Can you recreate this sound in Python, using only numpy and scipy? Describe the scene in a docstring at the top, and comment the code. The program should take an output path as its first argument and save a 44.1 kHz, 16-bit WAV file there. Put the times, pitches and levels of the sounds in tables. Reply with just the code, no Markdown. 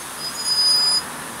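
"""Brake squeal on a city street

Engines and tyres roar on a wide street, slowly growing. A vehicle brakes, and friction makes one brake
sing a thin, pure squeal near 5 kHz that catches, holds and lets go. At its loudest it chatters briefly,
then slips into period doubling. A fainter, rougher squeal wanders above it, and the street returns
a weak echo of both."""
import sys
import numpy as np
from scipy import signal
from scipy.fft import rfft, irfft, next_fast_len
from scipy.io import wavfile
from scipy.ndimage import uniform_filter1d, map_coordinates

SR = 44100
rng = np.random.default_rng(int(sys.argv[2]) if len(sys.argv) > 2 else 0)


def bounce(signal):
    """Save signal as a 16-bit WAV file at the path given by the first command-line argument."""
    frames = np.transpose(np.atleast_2d(signal))
    limited = np.clip(frames, -1, 1)
    pcm = np.round(limited * 32767).astype(np.int16)
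    wavfile.write(sys.argv[1], SR, pcm)


N = 61739


def amp(db):
    """Decibels to gain."""
    return 10 ** (np.asarray(db) / 20)


def unit(x):
    """Scale to rms 1."""
    return x / np.sqrt(np.mean(x ** 2) + 1e-20)


def clock():
    """The time of every sample, in seconds."""
    return np.arange(N) / SR


def along(points, hz):
    """Read (freq_hz, value) points on a log frequency axis."""
    freqs, values = np.transpose(points)
    return np.interp(np.log(hz + 1), np.log(freqs + 1), values)


def curve(rows):
    """Join (time_s, value) points with straight lines."""
    return np.interp(clock(), *np.transpose(rows))


def gate(start_s, end_s, fade_s=.02):
    """Open between two times, with soft edges."""
    inside = np.minimum(clock() - start_s, end_s - clock())
    return np.sin(np.pi / 2 * np.clip(inside / fade_s + .5, 0, 1)) ** 2


def swell(rows):
    """Gain envelope through (time_s, level_db) points, silent outside them."""
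    return amp(curve(rows)) * gate(rows[0][0], rows[-1][0])


def wobble(rate_hz):
    """Smooth random modulation, rate_hz knots a second."""
    return map_coordinates(rng.standard_normal(4096), [clock() * rate_hz], mode="wrap")


def phase_of(hz):
    """Running phase of a moving pitch, from a random start."""
    return 2 * np.pi * (np.cumsum(hz) / SR + rng.random())


def tone(phase):
    """A sine of rms 1."""
    return np.sqrt(2) * np.sin(phase)


def filtered(x, response):
    """Equalise x with a gain given as a function of frequency."""
    size = next_fast_len(N + SR // 2)
    return irfft(rfft(x, size) * response(np.fft.rfftfreq(size, 1 / SR)), size)[:N]


def rush(spectrum, patchy_db):
    """Coloured noise of rms 1, with random patches of gain across time and frequency."""
    bins = signal.stft(rng.standard_normal(N), nperseg=512)[2]
    patches = uniform_filter1d(rng.standard_normal(bins.shape), size=5, axis=0)
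    patches = uniform_filter1d(patches, size=12, axis=1)
    noise = signal.istft(bins * amp(patchy_db * unit(patches)), nperseg=512)[1][:N]
    return unit(filtered(noise, lambda hz: amp(along(spectrum, hz))))


# Colour of the engine rumble: freq_hz, gain_db
RUMBLE_EQ = [(25, -30), (45, -30), (70, -1.5), (110, -7.5), (155, -1.5), (240, 1.5), (310, 0.5),
             (450, -2.5), (700, -8), (1300, -32)]
# Drone notes, relative to the rumble: pitch_hz, level_db
DRONE_NOTES = [(75, -21.5), (156, -11), (237, -12.5)]
# Fader for rumble and drone together: time_s, level_db
ENGINE_FADER = [(0.0, -43.5), (0.7, -44), (0.916, -41.5), (1.39, -40)]


def engines():
    """Traffic engines: a low rumble under a drone that wavers in pitch and level."""
    drone = 0
    for hz, db in DRONE_NOTES:
        gain = amp(db + 2.9 * wobble(9.4))
        pitch = hz * (1 + .0141 * wobble(11.86))
        drone += gain * tone(phase_of(pitch))
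    return amp(curve(ENGINE_FADER)) * (rush(RUMBLE_EQ, patchy_db=0) + drone)


# Colour of the tyre roar: freq_hz, gain_db
TYRE_EQ = [(300, -22), (500, -10), (700, -7.5), (1000, 0.5), (1300, -2), (1750, -3), (2050, -10.5),
           (2450, -15), (3200, -19.5), (4400, -23), (9000, -45)]
# Its slow build: time_s, level_db
TYRE_FADER = [(0, -39), (.3, -37.5), (.62, -36.5), (.8, -33.5), (1.1, -34), (1.39, -34)]


def tyres():
    """Tyres roar on the road, growing as they draw nearer."""
    return amp(curve(TYRE_FADER)) * rush(TYRE_EQ, patchy_db=.66)


# Colour of the hiss, brightest near 10 kHz: freq_hz, gain_db
HISS_EQ = [(2650, -15.5), (4500, -11.5), (5180, -7), (5620, -8.5), (6400, -6), (6920, -9.5), (10100, 1.5),
           (11400, -7), (12900, -11.5), (13300, -13), (15500, -17)]
# Its fader, ahead of the boost: time_s, level_db
HISS_FADER = [(0.0, -44.5), (0.634, -43.5), (0.7, -44), (0.724, -44.5), (1.142, -46), (1.39, -46)]


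def hiss(boost_db=8.5):
    """A high, nearly steady hiss on top of the traffic."""
    return amp(curve(HISS_FADER) + boost_db) * rush(HISS_EQ, patchy_db=.76)


# Colour of the distant wash: freq_hz, gain_db
FAR_EQ = [(200, -16.5), (600, -4.5), (1100, -0.5), (1700, -4), (2300, -7.5), (3200, -4.5), (4400, -8),
          (6000, -20), (9000, -37)]
# Its fader: time_s, level_db
FAR_FADER = [(0, -39), (.6, -38), (1.39, -42.5)]


def far_traffic():
    """Distant traffic blurs into a midrange wash that holds, then eases off."""
    return amp(curve(FAR_FADER)) * rush(FAR_EQ, patchy_db=1.5)


# Path of the upper squeal: time_s, pitch_hz
WANDER_PITCH = [(0, 6300), (.03, 6380), (.25, 6970), (.275, 6960), (.30, 5950), (.318, 6300), (.34, 6820),
                (.36, 6750), (.41, 6880), (.47, 6690), (.505, 6750), (.6, 6520), (.665, 6340), (.70, 6480),
                (.85, 6770), (.96, 6800), (1.03, 7000)]
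# Its catches, each a bell-shaped swell: centre_s, length_s, peak_db
WANDER_CATCHES = [(0.018, 0.032, -40), (0.25, .02, -41.5), (0.31, 0.038, -45), (0.361, 0.027, -34.5),
                  (.408, .04, -34.5), (0.46, .03, -35), (.502, 0.047, -40), (.575, 0.091, -42.5),
                  (0.675, .022, -39), (0.717, 0.049, -36), (0.85, 0.034, -52), (0.959, 0.048, -38.5)]


def wandering_squeal(jitter_hz=36, shimmer_db=3.5, hold_db=-50, octave_db=-16):
    """A less stable mode of the brake catches in short, rough swells and drifts in pitch."""
    phase = phase_of(curve(WANDER_PITCH) + jitter_hz * wobble(290))
    catches = sum(amp(db) * np.exp(-(2 * (clock() - centre) / length) ** 2)
                  for centre, length, db in WANDER_CATCHES)
    hold = amp(hold_db) * gate(start_s=.33, end_s=1.04)
    shimmer = amp(shimmer_db * wobble(150))
    return (catches + hold) * shimmer * (tone(phase) + amp(octave_db) * tone(2 * phase))


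def friction_noise(pitch, level_db=-28, offset_hz=70, width_hz=190):
    """Friction leaves a narrow skirt of noise around the squeal's pitch."""
    centre = phase_of(pitch + offset_hz)
    return amp(level_db) * (wobble(width_hz) * np.sin(centre) + wobble(width_hz) * np.cos(centre))


# The main squeal's nearly steady note: time_s, pitch_hz
SQUEAL_PITCH = [(.21, 4971), (.30, 4984), (.385, 4988), (.44, 4962), (.48, 4973), (.635, 4974), (.70, 4956),
                (.80, 4959), (.99, 4971)]
# How it catches, holds and lets go: time_s, level_db
SQUEAL_FADER = [(.16, -56), (.205, -35), (.275, -25.5), (.335, -52), (.38, -32), (.405, -26), (.44, -36),
                (.455, -27), (.525, -17), (.555, -26.5), (.595, -16.5), (.635, -18.5), (.68, -15),
                (.77, -18), (.81, -18.5), (.89, -17), (.935, -20), (.975, -16), (1.005, -34.5),
                (1.06, -62.5)]
# Its octave, on a separate fader: time_s, level_db
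OCTAVE_FADER = [(0.38, -48), (0.486, -29), (0.512, -37), (0.604, -32.5), (0.65, -31), (0.708, -27.5),
                (0.756, -32.5), (0.866, -33.5), (0.894, -28.5), (0.932, -26), (0.994, -35.5), (1.01, -58)]
# Partials relative to the note; half multiples are period doubling: multiple, start_s, end_s, level_db
SQUEAL_PARTIALS = [(3, .44, 1, -35), (3, 0.75, 0.8, -26), (1.5, 0.787, 0.96, -21), (2.5, 0.76, .968, -37)]


def main_squeal(jitter_hz=3.3, shimmer_db=.83, octave_shimmer_db=2.58):
    """Friction drives one mode of the brake: a pure tone with overtones, noise and a moment of chatter."""
    pitch = curve(SQUEAL_PITCH) + jitter_hz * wobble(100)
    phase = phase_of(pitch)
    envelope = swell(SQUEAL_FADER) * amp(shimmer_db * wobble(73))
    partials = sum(amp(db + 1.9 * wobble(55)) * gate(start, end) * tone(multiple * phase)
                   for multiple, start, end, db in SQUEAL_PARTIALS)
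    octave = swell(OCTAVE_FADER) * amp(octave_shimmer_db * wobble(90)) * tone(2 * phase)
    return envelope * (tone(phase) + partials + friction_noise(pitch)) + octave + chatter(phase)


# Sidebands around the squeal's harmonics: harmonic, offset_in_chatter_rates, level_db
CHATTER_SIDEBANDS = [(1, -1, -52), (1, 1, -46), (2, -1, -38), (2, 1, -43), (2, 2, -38), (2, 3, -41),
                     (3, -1, -53), (3, 1, -48), (3, 2, -55)]


def chatter(squeal_phase, rate_hz=283, jitter_hz=3.3, flicker_db=4.5):
    """The brake chatters for an instant, throwing flickering sidebands around the squeal."""
    flutter = phase_of(rate_hz + jitter_hz * wobble(180))
    sidebands = 0
    for harmonic, step, db in CHATTER_SIDEBANDS:
        gain = amp(db + flicker_db * wobble(80))
        loose_phase = 2 * np.pi * rng.random() + .5 * wobble(120)
        sidebands += gain * tone(harmonic * squeal_phase + step * flutter + loose_phase)
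    return gate(start_s=.69, end_s=.724) * sidebands


# Decay time of the street: freq_hz, t60_s
STREET_DECAY = [(200, .5), (5000, 0.34), (15000, .2)]


def street_echo(x, level_db=-30, predelay_s=.036):
    """A diffuse echo from across the street; its treble dies first."""
    hz, t, bins = signal.stft(rng.standard_normal(SR // 2), SR, nperseg=256)
    decay = amp(-60 * t / along(STREET_DECAY, hz)[:, None])
    tail = signal.istft(bins * decay, SR, nperseg=256)[1]
    delayed = np.pad(x, (int(predelay_s * SR), 0))
    return amp(level_db) * signal.fftconvolve(delayed, tail / np.linalg.norm(tail))[:N]


def scene():
    """Both squeals and their echo over the traffic bed, in mono."""
    brake = main_squeal() + wandering_squeal()
    echo = street_echo(brake)
    traffic = engines() + tyres() + hiss() + far_traffic()
    return (brake + echo + traffic)[None]


def record(dry):
    """A brick-wall high cut on the whole mix."""
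    return filtered(dry[0], lambda hz: hz < 15700)[None]


dry = scene()
out = record(dry)
bounce(out)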